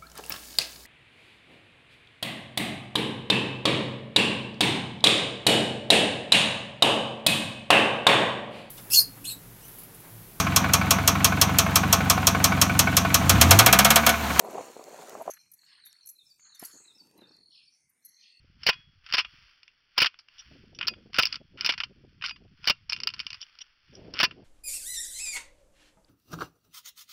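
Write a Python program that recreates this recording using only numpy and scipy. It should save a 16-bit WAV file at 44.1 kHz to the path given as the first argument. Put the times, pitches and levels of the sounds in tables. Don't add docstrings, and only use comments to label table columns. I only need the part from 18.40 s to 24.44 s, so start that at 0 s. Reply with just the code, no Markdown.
import sys
import numpy as np
from scipy import signal
from scipy.io import wavfile
from scipy.ndimage import uniform_filter1d

SR = 44100
rng = np.random.default_rng(int(sys.argv[2]) if len(sys.argv) > 2 else 0)


def transcribe(u):
    v = np.clip(np.atleast_2d(u).T, -1, 1)
    q = np.round(v * 32767).astype(np.int16)
    wavfile.write(sys.argv[1], SR, q)


N = 266452
BINS = np.fft.rfftfreq(2048, 1 / SR)

# start and chatter length in seconds, then relative level,
# thud, knock and tick in dB.
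SLAMS = [(0.265, 0.016, -8.5, 0.5, -6, 4), (0.288, 0.01, -6, -5.5, -2.5, -3.5),
         (0.737, 0.016, -11, -8, -3.5, -0.5), (0.781, 0.016, -11, -18, -5.5, -5),
         (1.5785, 0.009, -8.5, -7.5, -3, -0.5), (1.602, 0.01, -12.5, -26.5, -8.5, -1.5),
         (1.6174, 0.016, -6.5, -5, -7, -2), (1.6443, 0.003, -14, -9, 0, 0.5),
         (1.659, 0.01, -14, -20.5, -7.5, -4), (2.785, 0.016, -5, -1.5, -1, -1.5),
         (3.291, 0.016, -13.5, -13.5, -9.5, -7.5), (4.273, 0.016, -9.5, -8.5, -6.5, 3),
         (4.297, 0.01, -8, -2.5, -7, 0.5), (5.8, 0.016, -11, -10.5, -4, -2.5),
         (5.83, 0.023, -6.5, -2, -3.5, 2)]

def slams(rebound_s=.0064, jitter_s=.0005, loss_db=3, thud_loss_db=5, t60=.031):
    contacts = []
    for start, length, db, thud_db, knock_db, tick_db in SLAMS:
        jitter = jitter_s * rng.standard_normal(16)
        for k, delay in enumerate(np.arange(0, length, rebound_s)):
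            onset = start + delay + jitter[k] * (k > 0)
            contacts.append((onset, db - k * loss_db, thud_db - k * thud_loss_db, knock_db, tick_db, t60))
    return impacts(contacts, gain_db=2, rise_s=.00097, tail_db=-30, tail_t60=.089,
                   modes_db=-9, spread_db=4.5, scuff_db=-24.5, scuff_s=.0027)

# frequency in Hz, relative level in dB, 60 dB decay time in seconds.
RECEIVER_MODES = [(942, -14, 0.033), (1024, -4.5, 0.064), (1343.7, -6.5, 0.071), (1750, -7, 0.045),
                  (2256, -5, 0.033), (2487, -4.5, 0.062), (2756, -4, 0.079), (2843, -1.5, 0.039),
                  (2978, 1.5, 0.033), (3200, -8.5, .035), (3617, -1.5, 0.024), (4760, -4, 0.034),
                  (4857, -0.5, 0.031), (5290, 2, 0.035), (5540, -11, 0.013)]

def impacts(contacts, gain_db, rise_s, tail_db, tail_t60, modes_db, spread_db, scuff_db, scuff_s):
    lead_s = .02
    out, clock = np.zeros(N), np.arange(SR // 6) / SR - lead_s
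    t = np.maximum(clock, 0)
    hz, mode_db, mode_t60 = np.transpose(RECEIVER_MODES)[:, :, None]
    fading = amp(mode_db - 60 * t / mode_t60)
    attack = 1 - np.exp(-t / rise_s)
    tail = amp(tail_db - 60 * t / tail_t60)
    scuff = amp(scuff_db) * np.exp(-abs(clock) / scuff_s)
    for start, db, thud_db, knock_db, tick_db, t60 in contacts:
        blow = amp(-60 * t / t60)
        envelope = np.hypot(attack * np.hypot(blow, tail), scuff)
        crack = colour(rng.standard_normal(len(t)) * envelope, body(thud_db, knock_db, tick_db))
        scatter_db = spread_db * rng.standard_normal(hz.shape)
        share = amp(contact_point(thud_db, knock_db, tick_db, hz) + scatter_db)
        pitch = hz * (1 + .01 * rng.standard_normal(hz.shape))
        ring = (share * fading * np.sin(2 * np.pi * (pitch * t + rng.random(hz.shape)))).sum(0)
        hit = unit_rms(crack) + amp(modes_db) * unit_rms(attack * ring)
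        add(out, start - lead_s, amp(db + gain_db) * hit * np.sqrt(np.mean(envelope ** 2)))
    return out

def contact_point(thud_db, knock_db, tick_db, hz):
    points = [(560, thud_db), (1080, knock_db), (1750, knock_db), (2350, 1), (3400, -1.5), (4450, tick_db)]
    return spectrum(points, hz)

# frequency in Hz, gain in dB.
STEEL_RESPONSE = [(40, -4.5), (250, -1.5), (600, 1.5), (1100, 0.5), (1400, 5), (1900, 1), (2850, 1.5),
                  (3500, -2.5), (4300, 2.5), (5000, 2.5), (5700, -2.5), (7000, 1), (10000, -3.5),
                  (15000, -16)]
# centre and width in Hz, gain in dB.
CAVITY_RESONANCES = [(1337, 660, 1), (2956, 300, 4), (4933, 600, 2.5)]

def body(thud_db, knock_db, tick_db):
    cavity_db = sum(resonance(*peak) for peak in CAVITY_RESONANCES)
    return spectrum(STEEL_RESPONSE) + cavity_db + contact_point(thud_db, knock_db, tick_db, BINS)

CLICK_THUD_DB, CLICK_KNOCK_DB = -21.5, -4
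# start in seconds, relative level and tick in dB,
# 60 dB decay time in seconds.
CLICKS = [(0.2325, -33.5, 7.5, 0.062), (0.329, -35.5, -3.5, 0.064), (0.663, -41.5, 0, 0.05),
          (0.7247, -14.5, 0, 0.012), (0.769, -26, 2, 0.11), (0.804, -25, -0.5, 0.051),
          (0.847, -33.5, -12.5, 0.04), (1.231, -37.5, 4.5, 0.011), (1.279, -33.5, -9.5, 0.0043),
          (1.742, -41, -23, 0.0092), (1.789, -41.5, 10.5, 0.065), (1.885, -41, -10.5, 0.0093),
          (2.388, -27.5, 0, 0.016), (2.411, -21.5, -12.5, 0.024), (2.428, -25, -12.5, 0.021),
          (2.47, -26, 4, 0.033), (2.474, -15, 13, 0.017), (2.481, -13, 7.5, 0.03),
          (2.537, -38.5, -17, 0.02), (2.743, -26, -0.5, 0.029), (2.811, -27, 6, 0.063),
          (2.825, -7.5, 12.5, 0.011), (2.833, -7, -3.5, 0.012), (2.854, -8, 13, 0.011),
          (2.8621, -17, 6, 0.0093), (2.8695, -14, 12, 0.01), (2.926, -19.5, 10.5, 0.024),
          (2.9435, -21, -3, 0.0063), (2.956, -25.5, 3, 0.02), (3.174, -41, -9, 0.012),
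          (3.2094, -13, 3.5, 0.0081), (3.246, -21, 7, 0.091), (3.261, -7, 4, 0.015),
          (3.271, -24.5, 3, 0.059), (3.322, -25, -0.5, 0.04), (3.337, -28.5, -5, 0.032),
          (3.378, -31, -0.5, 0.057), (3.402, -22.5, -9, 0.047), (3.435, -24.5, -3, 0.039),
          (3.812, -44, -15.5, 0.036), (3.8216, -29.5, -10, 0.04), (3.839, -27, -6, 0.073),
          (3.855, -21, -8, 0.0076), (3.861, -16.5, 7, 0.014), (3.8937, -26, 3, 0.022),
          (3.909, -30.5, -7, 0.023), (3.96, -46.5, -7.5, 0.038), (4.242, -35, -2.5, 0.049),
          (4.494, -37.5, 3.5, 0.15), (4.497, -17.5, 6.5, 0.014), (4.504, -30, 11, 0.02),
          (4.522, -21, 2.5, 0.029), (4.5309, -8.5, 4, 0.0096), (4.5636, -26.5, -3, 0.014),
          (4.6019, -21, 5, 0.011), (4.634, -19.5, 6.5, 0.019), (4.6718, -12.5, 3.5, 0.021),
          (4.689, -20.5, -2, 0.009), (4.702, -26, 2, 0.0094), (4.7375, -31, 5, 0.045),
          (4.793, -18, 6, 0.0077), (4.801, -14.5, 0, 0.0065), (4.8664, -19, 5, 0.011),
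          (4.904, -21.5, 5.5, 0.0096), (4.93, -25, 3.5, 0.014), (4.943, -35.5, 3, 0.046),
          (5.015, -22.5, 17.5, 0.0093), (5.027, -39, 4, 0.014), (5.188, -31.5, 8.5, 0.011),
          (5.738, -25.5, 5, 0.018), (5.79, -15.5, 0, 0.013), (5.91, -40, -13, 0.042)]

def clicks(typical_t60=.038, body_db_per_octave=2.5):
    contacts = []
    for start, db, tick_db, t60 in CLICKS:
        body_db = body_db_per_octave * np.log2(t60 / typical_t60)
        contacts.append((start, db, CLICK_THUD_DB + body_db, CLICK_KNOCK_DB + body_db, tick_db, t60))
    return impacts(contacts, gain_db=.5, rise_s=.00036, tail_db=-30.5, tail_t60=.12,
                   modes_db=-6.5, spread_db=3, scuff_db=-32, scuff_s=.0015)

def rattle(start_s=4.5, length_s=.77, per_s=36, fade_db_per_s=15, spread_db=6.5):
    ticks = []
    for k, (jitter, size, dullness) in enumerate(rng.random((48, 3))):
        delay = (k + jitter) / per_s
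        if delay < length_s:
            db = -fade_db_per_s * delay + spread_db * (2 * size - 1)
            ticks.append((start_s + delay, db, CLICK_THUD_DB, CLICK_KNOCK_DB, -6 * dullness, .014))
    return impacts(ticks, gain_db=-38, rise_s=.00034, tail_db=-33, tail_t60=.06,
                   modes_db=-10.5, spread_db=3, scuff_db=-32, scuff_s=.001)

# start and length in seconds, level and tick in dB.
SLIDES = [(0.678, 0.053, -45, -5), (1.55, 0.035, -55, -4), (2.383, 0.091, -48, -13),
          (2.723, 0.07, -36, 0.5), (2.906, 0.075, -44, -0.5), (3.17, 0.087, -44, -7.5),
          (3.826, 0.083, -36, 2.5), (4.221, 0.1, -41.5, 2), (4.496, 0.45, -63.5, -11),
          (4.795, 0.025, -38.5, 10), (5.733, 0.096, -40, -6.5)]

def slides():
    out, slips = np.zeros(N), grains(per_s=400, spread_db=1.5, hiss=.26)
    rub_db = resonance(hz=1400, width_hz=170, db=5.5)
    for start, length, db, tick_db in SLIDES:
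        stroke = slips[round(start * SR):][:round(length * SR)]
        scrape = unit_rms(colour(stroke, body(thud_db=-28.5, knock_db=-3, tick_db=tick_db) + rub_db))
        add(out, start, amp(db) * scrape * signal.windows.tukey(len(stroke), .6))
    return out

# centre in Hz, twice the half-power width in Hz, gain in dB.
SWIVEL_RESONANCES = [(1544, 470, 2), (3008, 350, 22), (3490, 600, 17.5), (5110, 540, 12), (5350, 160, 11.5),
                     (5696, 210, 19.5), (8440, 300, 15), (10630, 250, 10.5), (14940, 750, 2.5)]
# start and length in seconds, level and treble boost in dB.
JINGLES = [(1.977, 0.043, -49, 10.5), (2.337, 0.044, -58, 10), (4.997, 0.049, -48, 4.5),
           (5.202, 0.029, -43.5, 6.5), (5.523, 0.073, -56, 18.5)]

def jingles():
    out, chatter = np.zeros(N), grains(per_s=640, spread_db=10, hiss=.52)
    peaks_db = np.max([db - 10 * np.log10(1 + (4 * (BINS - hz) / width) ** 2)
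                       for hz, width, db in SWIVEL_RESONANCES], axis=0)
    for start, length, db, treble_db in JINGLES:
        shake = chatter[round(start * SR):][:round(length * SR)]
        shake = np.pad(shake * np.hanning(len(shake)), (0, len(shake)))
        jingle = colour(shake, peaks_db + spectrum([(3600, 0), (5200, treble_db)]))
        add(out, start, amp(db) * unit_rms(jingle))
    return out

# frequency in Hz, relative level in dB, 60 dB decay time in seconds.
TUBE_MODES = [(1870, -14, .3), (2110, -1, .2), (2500, 17, .15), (3335, 0, .48)]
SPRING_MODES = [(2508, -4, .17), (4803, 3, .15), (5132, -3, .07)]
# start in seconds, tube gain and spring gain in dB.
RINGING_BLOWS = [(0.297, -46.5, -44.5), (0.79, -54.5, -52), (2.484, -61, -38), (2.831, -49.5, -49.5),
                 (3.302, -76, -60), (3.896, -71, -40.5)]

def rings():
    out, t = np.zeros(N), np.arange(SR // 2) / SR
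    for start, tube_db, spring_db in RINGING_BLOWS:
        for modes, blow_db in ((TUBE_MODES, tube_db), (SPRING_MODES, spring_db)):
            for hz, db, t60 in modes:
                add(out, start, amp(blow_db + db - 60 * t / t60) * np.sin(2 * np.pi * hz * t))
    return out

def reflections(direct, wet_db, t60):
    t = np.arange(SR // 2) / SR
    echoes = rng.standard_normal(len(t)) * amp(-60 * t / t60) * (t > .008)
    echoes = colour(echoes, spectrum([(500, -15), (1300, 1), (3000, -4.5), (6000, -5), (9000, -15)]))
    return direct + amp(wet_db) * signal.fftconvolve(direct, echoes / np.linalg.norm(echoes))[:N]

# frequency in Hz, gain in dB.
RUSTLE_SPECTRUM = [(100, -19), (600, -21), (900, -12), (1400, 0), (2100, -2.5), (3000, 0), (3550, -5),
                   (3880, -9.5), (4300, -2), (4700, -1), (5700, -5.5), (7000, -5.5), (15000, 1)]
# start and length in seconds, relative level in dB.
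SWISHES = [(0.185, 0.36, -58.5), (0.623, 0.31, -60), (0.82, 0.61, -59.5), (1.498, 0.24, -68),
           (1.881, 0.66, -61), (2.48, 0.39, -71), (2.8, 0.25, -51.5), (3.206, 0.43, -64),
           (4.157, 0.25, -66.5), (4.68, 1, -61.5), (5.404, 0.87, -65)]

def rustle(gain_db, grass_db=-72, skew=.46):
    hiss = unit_rms(colour(grains(per_s=810, spread_db=2, hiss=1), spectrum(RUSTLE_SPECTRUM)))
    power = np.full(N, amp(grass_db) ** 2)
    for start, length, db in SWISHES:
        progress = np.linspace(0, 1, round(length * SR)) ** skew
        swell = np.sin(np.pi * progress) ** 2
        add(power, start, (amp(db) * swell) ** 2)
    return hiss * np.sqrt(power) * amp(gain_db)

# time in seconds, relative level in dB.
GUSTS = [(0, -64), (0.2, -60), (0.55, -65), (1.05, -66.5), (1.2, -82), (1.75, -77), (2.0, -71.5),
         (2.1, -60), (2.5, -55), (2.75, -60.5), (3.25, -59), (3.42, -63), (3.55, -58), (3.82, -64),
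         (4.05, -59), (4.25, -63.5), (4.5, -63.5), (4.6, -57.5), (4.9, -62.5), (5.1, -75), (5.42, -72.5),
         (5.5, -59.5), (5.66, -48.5), (5.92, -58.5), (6.04, -53.5)]

def wind(gain_db, corner_hz, octaves_per_db, rolloff_db_per_octave, eddy_db, bass_db):
    hz, t, noise = signal.stft(rng.standard_normal(N), SR, nperseg=1024, noverlap=768)
    eddies = unit_rms(uniform_filter1d(rng.standard_normal(len(t)), size=3))
    gust_db = np.interp(t, *np.transpose(GUSTS)) + eddy_db * eddies
    corner = corner_hz * 2 ** (octaves_per_db * (np.clip(gust_db, -72, -55.5) + 60))
    lowpass_db = -rolloff_db_per_octave / 4 * np.log2(1 + (hz[:, None] / corner) ** 4)
    gain = amp(lowpass_db + spectrum([(22, bass_db), (70, 0)], hz)[:, None])
    air = signal.istft(noise * gain / np.linalg.norm(gain, axis=0), nperseg=1024, noverlap=768)[1][:N]
    return unit_rms(air) * amp(np.interp(np.arange(N) / SR, t, gust_db) + gain_db)

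# frequency in Hz, gain in dB.
RUMBLE_SPECTRUM = [(20, 1.5), (90, 0), (300, -11), (900, -15.5), (3000, -35)]

def rumble(db):
    return amp(db) * unit_rms(colour(rng.standard_normal(N), spectrum(RUMBLE_SPECTRUM)))

def grains(per_s, spread_db, hiss):
    occurs = rng.random(N) < per_s / SR
    sizes = amp(spread_db * np.minimum(rng.exponential(1, N), 4))
    slips = unit_rms(occurs * sizes * rng.choice([-1, 1], N))
    return unit_rms(slips + hiss * rng.standard_normal(N))

def resonance(hz, width_hz, db):
    return db / (1 + (2 * (BINS - hz) / width_hz) ** 2)

def spectrum(points, hz=BINS):
    point_hz, db = np.transpose(points)
    return np.interp(np.log(hz + 1), np.log(point_hz + 1), db)

def colour(x, db):
    log_gain = np.log(amp(np.maximum(np.r_[db, db[-2:0:-1]], -100)))
    taps = np.fft.ifft(np.exp(signal.hilbert(log_gain).conj())).real[:len(BINS)]
    return signal.fftconvolve(x, taps)[:len(x)]

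def amp(db):
    return 10 ** (np.asarray(db) / 20)

def unit_rms(x):
    return x / np.sqrt(np.mean(x ** 2) + 1e-20)

def add(mix, start_s, sound):
    part = mix[max(round(start_s * SR), 0):][:len(sound)]
    part += sound[:len(part)]

def scene():
    gun = slams() + clicks() + rattle() + slides() + jingles() + rings()
    air = wind(gain_db=2, corner_hz=259, octaves_per_db=.2737, rolloff_db_per_octave=30,
               eddy_db=2.5, bass_db=-8)
    return (reflections(gun, wet_db=-41.5, t60=.3) + rustle(gain_db=8.5) + air + rumble(db=-80.5))[None]

# frequency in Hz, gain in dB.
MICROPHONE_RESPONSE = [(20, -4), (3520, 0), (3930, -9), (4330, -4), (5650, -3), (6000, -11), (6400, -23.5),
                       (9500, -24.5), (15000, -42.5)]
RECORDER_RESPONSE = [(200, 0.5), (800, -0.5), (5500, 3), (7000, -10.5), (8150, -21), (9000, -7),
                     (10200, -3.5), (11500, -12.5), (12000, -26), (12600, -10), (14000, 5), (15500, 13.5),
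                     (16300, -3)]

def record(dry, ceiling_db=-14.5, band_edge_hz=16700):
    heard = colour(dry[0], spectrum(MICROPHONE_RESPONSE))
    clipped = heard / (1 + (heard / amp(ceiling_db)) ** 4) ** (1 / 4)
    coloured = colour(clipped, spectrum(RECORDER_RESPONSE))
    lowpass = signal.firwin(511, band_edge_hz, window=("kaiser", 9), fs=SR)
    return signal.oaconvolve(coloured, lowpass, "same")[None]

dry = scene()
out = record(dry)
transcribe(out)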